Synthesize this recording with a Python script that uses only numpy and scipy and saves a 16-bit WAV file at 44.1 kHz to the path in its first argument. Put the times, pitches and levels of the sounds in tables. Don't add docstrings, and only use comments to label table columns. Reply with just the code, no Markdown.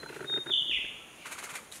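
import sys
import numpy as np
from scipy import signal
from scipy.fft import rfft, irfft
from scipy.io import wavfile
from scipy.ndimage import uniform_filter1d

SR = 44100
rng = np.random.default_rng(int(sys.argv[2]) if len(sys.argv) > 2 else 0)


def generate_wav(sig):
    pcm = np.round(np.clip(np.atleast_2d(sig).T, -1, 1) * 32767).astype(np.int16)
    wavfile.write(sys.argv[1], SR, pcm)


N = 79380
FOREST_T60_S, FOREST_BUILD_S, SCATTER_DB = 0.8, 0.0082, 4.5


def undb(db):
    return 10 ** (np.asarray(db) / 20)


def clock():
    return np.arange(N) / SR


def noise(points):
    hz, db = np.array(points, float).T
    octave = np.log2(np.maximum(np.fft.rfftfreq(N, 1 / SR), 1))
    beyond = np.abs(octave - np.clip(octave, np.log2(hz[0]), np.log2(hz[-1])))
    gain = undb(np.interp(octave, np.log2(hz), db) - 20 * beyond)
    coloured = irfft(rfft(rng.standard_normal(N)) * gain, N)
    return coloured / coloured.std()


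def walk(rate):
    span = max(int(SR / rate), 1)
    motion = uniform_filter1d(uniform_filter1d(rng.standard_normal(N), span), span)
    return motion / motion.std()


def swell(at, rise, fall):
    t = clock() - at
    return np.exp(np.minimum(t / rise, -t / fall))


def grain(at, hz, width, glide=0):
    t = clock() - at
    pitch = hz * (1 + .012 * rng.standard_normal())
    cycles = pitch * (t + .5 * glide * t * t) + rng.random()
    return np.exp(-.5 * (t / width) ** 2) * np.sin(2 * np.pi * cycles)


def echo(sound, build_s=FOREST_BUILD_S):
    # delay in seconds, level in dB.
    trunks = [(.005, -9), (.0135, -8.5), (.0192, -12), (.025, -15), (.03, -5), (.042, -23), (.069, -12),
              (.08, -8), (.0965, -20)]
    t = clock()
    tail = rng.standard_normal(N) * undb(-60 * t / FOREST_T60_S) * (1 - np.exp(-t / build_s))
    tail *= undb(SCATTER_DB) / np.sqrt(np.sum(tail ** 2))
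    for delay, db in trunks:
        tail[int(delay * SR)] += undb(db)
    return signal.fftconvolve(sound, tail)[:N]


def forest():
    # frequency in Hz, spectral level in dB.
    air_colour = [(15, -54), (25, -11.5), (276, -0.5), (370, -3.5), (496, -2), (876, -6.5), (1010, -6),
                  (1310, -8.5), (1630, -9.5), (2000, -8.5), (2600, -11), (4400, -120)]
    hiss_colour = [(1200, -4.5), (2000, -18), (3200, -1.5), (4200, -10), (5300, -13.5), (6700, -2),
                   (8000, -13.5), (9300, -2.5), (11000, -10.5), (13000, -17), (15500, -20)]
    ease_db_per_s = 1.5
    murmur = undb(-56 + .8 * walk(8) - ease_db_per_s * (clock() - 1.5)) * noise(air_colour)
    hiss = undb(-58.5 + .5 * walk(10)) * noise(hiss_colour)
    gust = undb(-56) * swell(0.757, 0.038, 0.1) * noise([(25, -2), (55, 9), (75, -4), (110, -23)])
    return murmur + hiss + gust


def note(curve, echo_db, build_s=FOREST_BUILD_S):
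    waver, flutter_db, fade_s = 0.0011, 1.5, 0.0025
    times, hz, db = np.array(curve).T
    t = clock()
    pitch = np.interp(t, times, hz) * (1 + waver * walk(170))
    phase = 2 * np.pi * np.cumsum(pitch) / SR
    gate = np.clip(np.minimum(t - times[0], times[-1] - t) / fade_s, 0, 1)
    tone = np.sin(phase) + undb(-36.5) * np.sin(2 * phase) + undb(-46.5) * np.sin(3 * phase)
    tone *= gate * undb(np.interp(t, times, db) + flutter_db * walk(54))
    return tone + undb(echo_db) * echo(tone, build_s)


def song():
    # time in seconds, pitch in Hz, level in dB.
    high_whistle = [(0, 4110, -43), (.045, 4085, -52), (.088, 4098, -46.5), (.12, 4090, -73),
                    (.19, 4095, -79), (.29, 4090, -76)]
    main_whistle = [(.25, 3660, -59.5), (.285, 3710, -37), (.335, 3696, -26.5), (.372, 3690, -29),
                    (.384, 3695, -40.5), (.414, 3698, -35), (.458, 3678, -47), (.495, 3695, -33),
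                    (.503, 3860, -53)]
    first_slur = [(.501, 3700, -44.5), (.508, 3560, -30.5), (.517, 3390, -33), (.527, 3090, -33),
                  (.536, 2910, -36), (.548, 2960, -35.5), (.556, 2950, -75)]
    second_slur = [(.675, 3682, -39), (.684, 3477, -35.5), (.69, 3334, -31.5), (.699, 3081, -36),
                   (.709, 2860, -31.5), (.718, 2652, -32), (.727, 2417, -35), (.735, 2177, -39),
                   (.743, 1940, -54)]
    whistles = note(high_whistle, echo_db=-11.5) + note(main_whistle, echo_db=-24)
    return whistles + note(first_slur, echo_db=6.5) + note(second_slur, echo_db=3, build_s=0.014)


def whir():
    # time in seconds, buzz gain in dB, thump gain in dB.
    downstrokes = [(.033, -34, -39), (0.099, -38.5, -37.5), (0.164, -37, -37), (.208, -33, -33),
                   (0.245, -33, -35.5), (.298, -36.5, -38.5), (.339, -33.5, -34), (0.376, -30.5, -33),
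                   (0.469, -35, -35.5), (0.499, -34, -36.5)]
    # time in seconds, gain in dB.
    upstrokes = [(0.063, -39.5), (.093, -44), (.129, -41.5), (.195, -42.5), (.229, -41.5), (0.328, -44.5),
                 (.363, -40), (.464, -42.5), (0.494, -44.5)]
    air = noise([(300, 3.5), (900, -10.5), (1150, -12.5), (1500, 0),
                 (2000, -14), (2700, -15.5), (4000, -27.5)])
    wings = np.zeros(N)
    for at, buzz_db, thump_db in downstrokes:
        buzz = (undb(-2.5) * grain(at, hz=1490, width=0.00097, glide=36)
                + undb(-4.5) * grain(at + 0.00099, hz=1900, width=0.00097)
                + undb(-5.5) * air * swell(at, 0.0045, 0.0077))
        hit = at + 0.00726
        thump = (grain(hit, hz=395, width=0.0034, glide=-15.6)
                 + undb(-14) * grain(hit + 0.0095, hz=379, width=0.011)
                 + undb(-16) * grain(hit, hz=142.5, width=0.013))
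        wings += undb(buzz_db) * buzz + undb(thump_db) * thump
    for at, db in upstrokes:
        buzz = (undb(3) * grain(at, hz=1455, width=0.0018)
                + undb(-6) * grain(at + 0.0029, hz=918, width=0.0043)
                + undb(-7.5) * grain(at + 0.0067, hz=366, width=0.0021)
                + undb(-5) * air * swell(at, 0.0018, 0.0013))
        wings += undb(db) * buzz
    return wings + undb(-24.5) * echo(wings)


def brushes(events, colour):
    grit = undb(1.3 * walk(600))
    envelope = sum(undb(db) * swell(at, rise, fall) for at, db, rise, fall in events)
    contacts = envelope * noise(colour) * grit
    return contacts + undb(-19) * echo(contacts)


def leaves():
    # peak time in seconds, level in dB, rise and fall in seconds.
    rustles = [(.093, -50, 0.006, 0.026), (.145, -48.5, 0.022, 0.038)]
    # frequency in Hz, spectral level in dB.
    leaf_colour = [(500, -1), (1500, -2), (2600, 3.5), (3600, -7), (5000, -13), (11000, -15.5),
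                   (15000, -26)]
    return brushes(rustles, leaf_colour)


def feet():
    # peak time in seconds, level in dB, rise and fall in seconds.
    scuffs = [(.16, -58, 0.0099, 0.12), (1.733, -49, .005, 0.02), (1.764, -47, 0.022, 0.029)]
    # frequency in Hz, spectral level in dB.
    scuff_colour = [(500, -7), (2000, 3.5), (3700, 1.5), (5200, -0.5), (7000, 3), (9500, 4), (12000, -2.5),
                    (15000, -19)]
    return brushes(scuffs, scuff_colour)


def landing():
    # peak time in seconds, level in dB, rise and fall in seconds.
    bumps = [(.62, -58, 0.011, 0.0086), (.655, -48.5, 0.0041, 0.0075), (.695, -43.5, 0.0012, 0.0056),
             (.725, -50, 0.0088, 0.0055), (.79, -48, 0.0059, 0.016), (.844, -47, 0.0025, 0.0077),
             (1.03, -88, 0.1, .04)]
    # frequency in Hz, spectral level in dB.
    body_colour = [(40, -16), (130, -2.5), (260, 5.5), (600, -4.5), (1200, -18), (4000, -24)]
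    # time in seconds, level in dB.
    thuds = [(0.623, -48.5), (1.531, -51)]
    weight = sum(undb(db) * grain(at, hz=149, width=0.0047) for at, db in thuds)
    return brushes(bumps, body_colour) + weight


def pips():
    # time in seconds, pitch in Hz, level in dB, width in seconds.
    pip_notes = [(0.714, 1910, -38, 0.0012), (0.776, 1990, -35, 0.0039), (.851, 1750, -44, 0.0013),
                 (1.014, 1340, -56, 0.014)]
    notes = sum(undb(db) * grain(at, hz, width) for at, hz, db, width in pip_notes)
    return notes + undb(-9) * echo(notes)


def far_call():
    # frequency in Hz, spectral level in dB.
    call_colour = [(1800, -18), (2300, 1), (2800, 3), (3200, -12), (4000, -12.5)]
    return undb(-48.5) * swell(1.245, 0.07, 0.053) * noise(call_colour)


def flaps():
    # time in seconds, sweep level in dB, lift level in dB, lift's lead in seconds.
    beats = [(1.269, -42.5, -39, 0.0097), (1.325, -36.5, -43, 0.014), (1.39, -40.5, -42.5, 0.0079),
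             (1.441, -37.5, -45.5, 0.013), (1.506, -41.5, -40, 0.011), (1.557, -36.5, -43, 0.016)]
    # frequency in Hz, spectral level in dB.
    sweep_colour = [(240, -61.5), (400, -5.5), (1260, -4), (1910, -2), (2190, 4), (3250, -10), (4420, -8),
                    (5050, -14), (5820, -12), (6580, -3.5), (8280, -9), (8930, -5.5), (11800, -13),
                    (15500, -29)]
    lift_colour = [(400, -37), (900, 7), (1400, 8), (2300, 1.5), (3500, -2.5), (5000, -13.5), (7000, -8.5),
                   (10000, -7), (15000, -29)]
    # time in seconds, level in dB.
    squeaks = [(1.36, -44), (1.473, -42), (1.589, -45)]
    sweep, lift = np.zeros((2, N))
    for at, sweep_db, lift_db, lead in beats:
        sweep += undb(sweep_db) * swell(at, rise=0.007, fall=0.019)
        lift += undb(lift_db) * swell(at - lead, rise=0.0041, fall=0.02)
    squeaking = sum(undb(db) * grain(at, hz=1300, width=.0048, glide=-28) for at, db in squeaks)
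    barbs = undb(1.2 * walk(620))
    wings = (sweep * noise(sweep_colour) + lift * noise(lift_colour)) * barbs + squeaking
    return wings + undb(-16.5) * echo(wings)


def twig():
    # peak time in seconds, level in dB, rise and fall in seconds.
    ticks = [(1.717, -38.5, 0.00037, 0.0011), (1.7228, -36, 0.0004, 0.0035)]
    # frequency in Hz, spectral level in dB.
    twig_colour = [(500, -8.5), (2500, -9), (3850, -1), (5000, -13), (7000, -5.5), (11500, -5.5),
                   (15000, -39.5)]
    ring_hz, ring_db, ring_s = 3810, -7.5, 0.0034
    ring = sum(undb(db + ring_db) * swell(at, rise, ring_s) for at, db, rise, _ in ticks)
    return brushes(ticks, twig_colour) + ring * np.sin(2 * np.pi * ring_hz * clock())


def scene():
    calls = song() + pips() + far_call()
    wings = whir() + flaps()
    contacts = leaves() + feet() + landing() + twig()
    return (calls + wings + contacts + forest())[None]


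def record(dry):
    top_hz = 15620
    return signal.sosfilt(signal.ellip(10, .1, 80, top_hz, fs=SR, output="sos"), dry)


dry = scene()
out = record(dry)
generate_wav(out)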